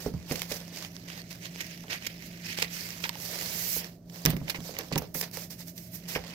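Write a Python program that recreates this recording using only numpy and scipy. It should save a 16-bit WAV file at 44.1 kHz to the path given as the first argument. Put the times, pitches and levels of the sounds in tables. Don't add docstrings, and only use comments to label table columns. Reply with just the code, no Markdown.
import sys
import numpy as np
from scipy import signal
from scipy.fft import rfft, irfft, next_fast_len
from scipy.io import wavfile
from scipy.ndimage import uniform_filter1d, map_coordinates

SR = 44100
rng = np.random.default_rng(int(sys.argv[2]) if len(sys.argv) > 2 else 0)


def unload_audio(sound):
    columns = np.transpose(np.atleast_2d(sound))
    steps = np.round(np.clip(columns, -1, 1) * 32767)
    wavfile.write(sys.argv[1], SR, steps.astype(np.int16))


N = 279594


def gain_of(db):
    return 10 ** (np.asarray(db) / 20)


def unit_rms(x):
    return x / np.sqrt(np.mean(x ** 2) + 1e-20)


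def curve_at(points, hz):
    point_hz, value = np.transpose(points)
    return np.interp(np.log(hz + 1), np.log(point_hz + 1), value)


def add(mix, start_s, sound):
    part = mix[..., round(start_s * SR):][..., :sound.shape[-1]]
    part += sound[..., :part.shape[-1]]


def filtered(x, response_db):
    size = next_fast_len(x.shape[-1] + 512)
    response = gain_of(response_db(np.fft.rfftfreq(size, 1 / SR)))
    return irfft(rfft(x, size) * response, size)[..., :x.shape[-1]]


# frequency_hz, coherence
COHERENCE = [(60, 0.93), (170, 0.96), (600, 0.98), (1400, 0.4), (8000, 0.027)]

def diffuse_spectra(noises, size):
    hz, t, (left, other) = signal.stft(noises, SR, nperseg=size, noverlap=size * 3 // 4)
    coherence = np.clip(curve_at(COHERENCE, hz), 0, 1)[:, None]
    right = coherence * left + np.sqrt(1 - coherence ** 2) * other
    return hz, t, np.array([left, right])


# frequency_hz, relative_density_db
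AIR_SPECTRUM = [(30, -23), (55, -9), (110, -5.5), (170, -4.5), (250, -8.5), (335, -10), (500, -21),
                (640, -12.5), (900, -39.5), (1400, -47), (9000, -82)]
# pitch_hz, bandwidth_hz, level_db
FAN_LINES = [(110.9, 11, -60.5), (172, 11.6, -49.5)]

def air_and_fan(air_db=-53, swell_db=0.5):
    hz, t, spectra = diffuse_spectra(rng.standard_normal((2, N)), size=2048)
    swell = unit_rms(uniform_filter1d(rng.standard_normal(len(t)), size=20))
    spectra *= gain_of(curve_at(AIR_SPECTRUM, hz)[:, None] - swell_db * swell)
    noise = signal.istft(spectra, SR, nperseg=2048, noverlap=1536)[1]
    out, time = gain_of(air_db) * unit_rms(noise[:, :N]), np.arange(N) / SR
    for pitch_hz, bandwidth_hz, level_db in FAN_LINES:
        pole = np.exp(-np.pi * bandwidth_hz / SR)
        waver = signal.lfilter([1], [1, -pole], rng.standard_normal(N) + 1j * rng.standard_normal(N))
        amplitude = 2.3 + waver / np.sqrt(np.mean(abs(waver) ** 2))
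        out += gain_of(level_db) * unit_rms((amplitude * np.exp(2j * np.pi * pitch_hz * time)).real)
    return out


# frequency_hz, t60_s
ROOM_DECAY = [(100, 0.6), (1000, 0.38), (6000, 0.047), (15000, 0.4)]

def reverberation(sound, spacing=20):
    reflections = np.zeros((2, SR // 2))
    slots = np.arange(200, SR // 2 - spacing, spacing)
    arrivals = slots + rng.integers(0, spacing, (2, len(slots)))
    np.put_along_axis(reflections, arrivals, rng.choice([-1., 1.], arrivals.shape), 1)
    hz, t, spectra = signal.stft(reflections, SR, nperseg=256)
    decay = gain_of(-60 * t / curve_at(ROOM_DECAY, hz)[:, None])
    tail = signal.istft(spectra * decay, SR, nperseg=256)[1]
    return signal.fftconvolve(sound, tail / np.linalg.norm(tail[0]), axes=1)[:, :N]


# start_s, level_db
JACKET_SLIPS = [(3.054, -30), (3.096, -33), (3.156, -35)]

def jacket_creaks(pitch_hz=910, t60_s=0.03, rise_s=0.00073):
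    out, t = np.zeros(N), np.arange(3000) / SR
    for start_s, level_db in JACKET_SLIPS:
        jitter = rng.standard_normal(len(t))
        bend = jitter + 2 * unit_rms(uniform_filter1d(jitter, size=80))
        envelope = gain_of(level_db - 60 * t / t60_s) * (1 - np.exp(-t / rise_s))
        add(out, start_s, envelope * np.sin(2 * np.pi * pitch_hz * np.cumsum(1 + 0.029 * bend) / SR))
    return out


# pitch_hz, relative_level_db, t60_s
BOARD_MODES = [(46.3, -7, 0.34), (79.7, 1, 0.17), (107, -1.5, 0.063), (155, 3.5, 0.11), (216.4, -4.5, 0.12),
               (257, 5.5, 0.025), (424, -0.5, 0.059), (536, 4, 0.022), (755, 7, 0.013), (994, 17, 0.0032)]
# start_s, peak_db, centre_hz
BLOWS = [(0.061, -19.5, 386), (0.078, -27, 195), (0.139, -26.5, 128), (0.311, -24, 288), (0.319, -22, 440),
         (0.5136, -28, 470), (1.841, -41, 700), (2.6272, -33, 550), (3.764, -33.5, 443),
         (4.253, -20.5, 241), (4.273, -19, 162), (4.291, -24.5, 170), (4.334, -23.5, 165),
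         (4.367, -25.5, 203), (4.415, -26.5, 162), (4.545, -32.5, 770), (4.587, -29.5, 185),
         (4.691, -33, 430), (4.789, -33.5, 550), (4.916, -27.5, 516), (4.926, -24.5, 167),
         (4.9579, -20.5, 260), (4.963, -21.5, 640), (5.018, -31.5, 520), (5.152, -32.5, 362),
         (5.211, -33.5, 710), (5.372, -32, 684), (6.159, -23, 500)]

def card_knocks(rattle_s=0.025, rattle_samples=2000):
    out, t = np.zeros(N), np.arange(9000) / SR
    pitch_hz, mode_db, t60_s = np.transpose(BOARD_MODES)[:, :, None]
    signs = (-1.) ** np.arange(len(BOARD_MODES))[:, None]
    for start_s, peak_db, centre_hz in BLOWS:
        rattle = 0.056 * rng.standard_normal(rattle_samples) * np.exp(-t[:rattle_samples] / rattle_s)
        rattle[:20] += 0.22 * np.hanning(20)
        excitation_db = np.maximum(-9 * np.log2(pitch_hz / centre_hz) ** 2, -17)
        detune = 1 + 0.014 * rng.standard_normal(pitch_hz.shape)
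        envelopes = gain_of(mode_db + excitation_db - 60 * t / t60_s)
        ring = (signs * envelopes * np.sin(2 * np.pi * pitch_hz * detune * t)).sum(0)
        knock = signal.fftconvolve(ring, rattle)
        add(out, start_s, gain_of(peak_db) * knock / abs(knock).max())
    return out


# frequency_hz, relative_density_db
SHEET_SPECTRUM = [(110, -26), (290, -6), (500, -0.5), (1060, -7), (1300, -9.5), (1870, -1.5), (3590, -5),
                  (4870, -0.5), (6140, -2.5), (7000, -7), (9360, -12.5), (11100, -8.5), (12300, -3.5),
                  (15100, -4.5), (16000, -12.5)]

def sheet_response_db(hz, fineness_db, hollow_db, pocket_hz=2345, pocket_octaves=0.42, neutral_db=-8.5):
    grid_hz = np.arange(1500., 15500., 100.)
    power = gain_of(2 * curve_at(SHEET_SPECTRUM, grid_hz))
    own_fineness_db = 10 * np.log10(power[grid_hz > 9000].sum() / power[grid_hz < 8000].sum())
    tilt_db = np.log2(np.clip(hz, 3000, 12000) / 4000) / 1.6 * (fineness_db - own_fineness_db)
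    pocket = 0.93 * np.exp(-(np.log2((hz + 1) / pocket_hz) / pocket_octaves) ** 2)
    pocket -= 1.9 * np.clip(np.log2(1700 / (hz + 1)) / 1.35, 0, 1)
    return curve_at(SHEET_SPECTRUM, hz) + tilt_db + pocket * (hollow_db - neutral_db)


# time_s, level_db, fineness_db, hollow_db
SLIDING_CONTACT = [(0.0, -60.5, -8.5, -10.5), (0.6, -52, -7.5, -8.5), (1.2, -59.5, -5.5, -7),
                   (1.7, -47.5, -7.5, -4), (1.87, -55.5, -6.5, -6), (2.5, -50, -7.5, -3),
                   (3.109, -53, -12.5, -7.5), (3.219, -42.5, 1, -8.5), (3.35, -39, -5.5, -9),
                   (3.779, -36, 7.5, -5), (3.83, -43, -10, -8.5), (4.02, -78.5, -1, -11),
                   (4.4, -58, -9, -9.5), (4.851, -52, -4, -11), (5.1, -65.5, 0, -10.5),
                   (5.75, -76, -12, -6), (6.0, -57, -6.5, -6.5), (6.34, -48, -18, -9)]
# start_s, rise_s, length_s, level_db, fineness_db
FINGER_STROKES = [(0.0, 0.0024, 0.078, -45.5, -2.5), (0.261, 0.047, 0.18, -40.5, -4.5),
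                  (0.47, 0.033, 0.096, -40, -3), (0.671, 0.1, 0.18, -44, -7),
                  (1.035, 0.053, 0.17, -45, -10.5), (1.294, 0.016, 0.029, -43, -6.5),
                  (1.406, 0.022, 0.051, -42.5, -10), (1.552, 0.061, 0.06, -37.5, -11),
                  (1.892, 0.013, 0.062, -35.5, -13), (1.998, 0.016, 0.28, -48.5, -10),
                  (2.21, 0.051, 0.056, -49, 2), (2.37, 0.13, 0.16, -38, -9),
                  (2.565, 0.01, 0.07, -34.5, -9.5), (2.666, 0.076, 0.36, -39, -3.5),
                  (3.012, 0.014, 0.069, -44.5, -0.5), (4.071, 0.087, 0.26, -48, -4),
                  (4.254, 0.0065, 0.047, -38, -24), (4.46, 0.036, 0.022, -36.5, -8),
                  (4.535, 0.015, 0.034, -48, -6), (4.584, 0.074, 0.13, -46, -1.5),
                  (4.7, 0.2, 0.11, -36.5, -17), (4.901, 0.01, 0.14, -49, -17),
                  (5.141, 0.003, 0.09, -40, 7.5), (5.217, .015, 0.012, -36.5, -13),
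                  (5.315, 0.023, 0.13, -42.5, 0.5), (5.497, 0.0073, 0.032, -45.5, 1.5),
                  (5.566, 0.028, 0.051, -47, 0), (5.637, 0.043, 0.057, -49, 4.5),
                  (5.737, 0.03, .14, -52.5, 5), (5.898, 0.056, 0.054, -43, 7.5),
                  (6.072, 0.014, 0.088, -38.5, -2), (6.235, 0.037, 0.15, -52.5, 8)]

def handling(t, swell_db=21.5, sag_db_per_s=34, release_db_per_s=351):
    time_s, contact_db, contact_fineness_db, hollow_db = np.transpose(SLIDING_CONTACT)
    start_s, rise_s, length_s, stroke_db, stroke_fineness_db = np.transpose(FINGER_STROKES)[:, :, None]
    age_s, rise_s = t - start_s, np.maximum(rise_s, .003)
    envelope_db = (swell_db * np.minimum(age_s / rise_s - 1, 0)
                   - sag_db_per_s * np.maximum(age_s - rise_s, 0)
                   - release_db_per_s * np.maximum(age_s - length_s, 0))
    strokes = gain_of(2 * (stroke_db + envelope_db))
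    contact = gain_of(2 * np.interp(t, time_s, contact_db))
    power = contact + strokes.sum(0)
    weighted = contact * np.interp(t, time_s, contact_fineness_db) + (strokes * stroke_fineness_db).sum(0)
    return 10 * np.log10(power), weighted / power, np.interp(t, time_s, hollow_db)


def sheet_rubbing(crackles_per_s=250, crackle_s=0.00095, hiss=5.1, flicker_db=1.5, patchy_db=1.98):
    time = np.arange(N) / SR
    _, fineness_db, _ = handling(time[::64])
    roughness = np.clip(-np.interp(time, time[::64], fineness_db) / 8, .1, 1.1)
    impulses = rng.exponential(3.3, N) * (rng.random(N) < crackles_per_s * roughness / SR)
    crackles = signal.lfilter([1], [1, -np.exp(-1 / (crackle_s * SR))], impulses)
    hz, t, spectra = diffuse_spectra((hiss + crackles) * rng.standard_normal((2, N)), size=256)
    spectra *= 0.76 / np.sqrt(np.mean(abs(spectra) ** 2))
    level_db, fineness_db, hollow_db = handling(t)
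    colour = gain_of(sheet_response_db(hz[:, None], fineness_db, hollow_db))
    middle = (hz > 1500) & (hz < 8000)
    colour *= gain_of(level_db) / np.linalg.norm(colour[middle], axis=0)
    flicker = unit_rms(uniform_filter1d(rng.standard_normal(len(t)), size=8))
    patches = uniform_filter1d(rng.standard_normal((len(hz), len(t))), size=14, axis=1)
    patches = unit_rms(uniform_filter1d(patches, size=6, axis=0))
    depth = np.interp(t, time, roughness)
    uneven_db = flicker_db * depth * flicker + patchy_db * (1 + depth) / 2 * patches
    return signal.istft(spectra * colour * gain_of(uneven_db), SR, nperseg=256, noverlap=192)[1][:, :N]


# start_s, peak_db, fineness_db, t60_s
CREASES = [(0.3117, -23.5, -36, 0.0074), (0.3213, -20.5, 2, 0.02), (0.3568, -18.5, -6.5, 0.015),
           (0.3945, -25, -2, 0.0088), (0.4189, -14.5, -7.5, 0.0049), (0.5158, -27, -31, 0.016),
           (0.52, -19.5, -4, 0.026), (0.848, -26.5, -14, 0.0085), (0.9657, -28.5, -11.5, 0.003),
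           (1.1012, -25, -25, 0.003), (1.5597, -24, -18, 0.0019), (1.6064, -23.5, -8, 0.03),
           (1.882, -31, -40, 0.0064), (2.0662, -17.5, -9, 0.025), (2.5873, -13.5, -11, 0.0087),
           (2.6209, -15, -13, 0.029), (2.625, -10, -11, 0.0098), (3.039, -17, -18, 0.026),
           (3.051, -19.5, -20.5, 0.032), (3.0923, -16, -8.5, 0.012), (3.154, -27, -11, 0.0053),
           (4.098, -35.5, -6, 0.013), (4.2525, -5.5, 1.5, 0.0053), (4.2599, -4, -6, 0.0039),
           (4.2983, -24, 10, 0.0045), (4.3027, -17.5, 6, 0.013), (4.312, -26, 9, 0.013),
           (4.3658, -27, -3, 0.025), (4.4806, -25, -36, 0.014), (4.4972, -14, -2.5, 0.029),
           (4.5452, -27.5, -48, 0.064), (4.7661, -28.5, -48, 0.021), (4.7871, -19, 5, 0.016),
           (4.925, -22.5, -10, 0.051), (4.957, -18.5, -13, 0.015), (4.977, -16.5, -1, 0.03),
           (4.992, -32, 2, 0.01), (5.022, -31, 5, 0.0071), (5.1484, -26, -29, 0.091),
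           (5.212, -14.5, 3, 0.0098), (5.313, -34.5, 3, 0.01), (5.371, -24, 0, 0.012),
           (5.7775, -30, 2.5, 0.035), (6.151, -20, -22, 0.071)]

def crease_snaps(shared=0.57, ragged_db=3, hollow_db=-5.0, decay_power=1.6, ripple_db=3.0):
    out, t = np.zeros((2, N)), np.arange(3000) / SR
    click = 1.42 * (t * SR // 2 == 2)
    for start_s, peak_db, fineness_db, t60_s in CREASES:
        noise = rng.standard_normal((4, len(t)))
        common, per_port, irregularity = noise[0], noise[1:3], noise[3]
        envelope = gain_of(-60 * (t / max(t60_s, .002)) ** decay_power) * (1 - np.exp(-t * SR / 2))
        envelope *= gain_of(ragged_db * unit_rms(uniform_filter1d(irregularity, size=30)))
        drive = (shared * common + (1 - shared) * per_port + click) * envelope
        patch_db = ripple_db * irregularity[::100]
        patch_hz = np.linspace(0, SR / 2, len(patch_db))
        burst = filtered(drive, lambda hz: sheet_response_db(hz, fineness_db, hollow_db)
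                         + np.interp(hz, patch_hz, patch_db))
        add(out, start_s, gain_of(peak_db) * burst / abs(burst).max())
    return out


# time_s, left_delay_s
HAND_DELAY = [(0.6, -.0001), (1.0, .0003), (5.0, .0002), (5.6, -.00015)]

def scene(reverberation_db=-15.0):
    sheets = sheet_rubbing() + crease_snaps()
    samples = np.arange(N)
    delay_s = np.interp(samples / SR, *np.transpose(HAND_DELAY))
    sheets[0] = map_coordinates(sheets[0], [samples - SR * delay_s], order=5)
    card = (card_knocks() + jacket_creaks()) * gain_of([[-2.5], [0]])
    direct = sheets + card
    return direct + gain_of(reverberation_db) * reverberation(direct) + air_and_fan()


# frequency_hz, left_minus_right_db
PORT_DIFFERENCE = [(60, -1), (290, -2), (640, -7.5), (1410, -6), (3100, -5.5), (6820, -16.5), (15000, -8)]

def record(dry, gain_db=1.55, cutoff_hz=15850):
    shares = np.array([[0.69], [-0.3]])
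    ports = filtered(dry, lambda hz: gain_db + shares * curve_at(PORT_DIFFERENCE, hz))
    lowpass = signal.firwin(511, cutoff_hz, window=("kaiser", 9), fs=SR)
    return signal.oaconvolve(ports, lowpass[None], "same")


dry = scene()
out = record(dry)
unload_audio(out)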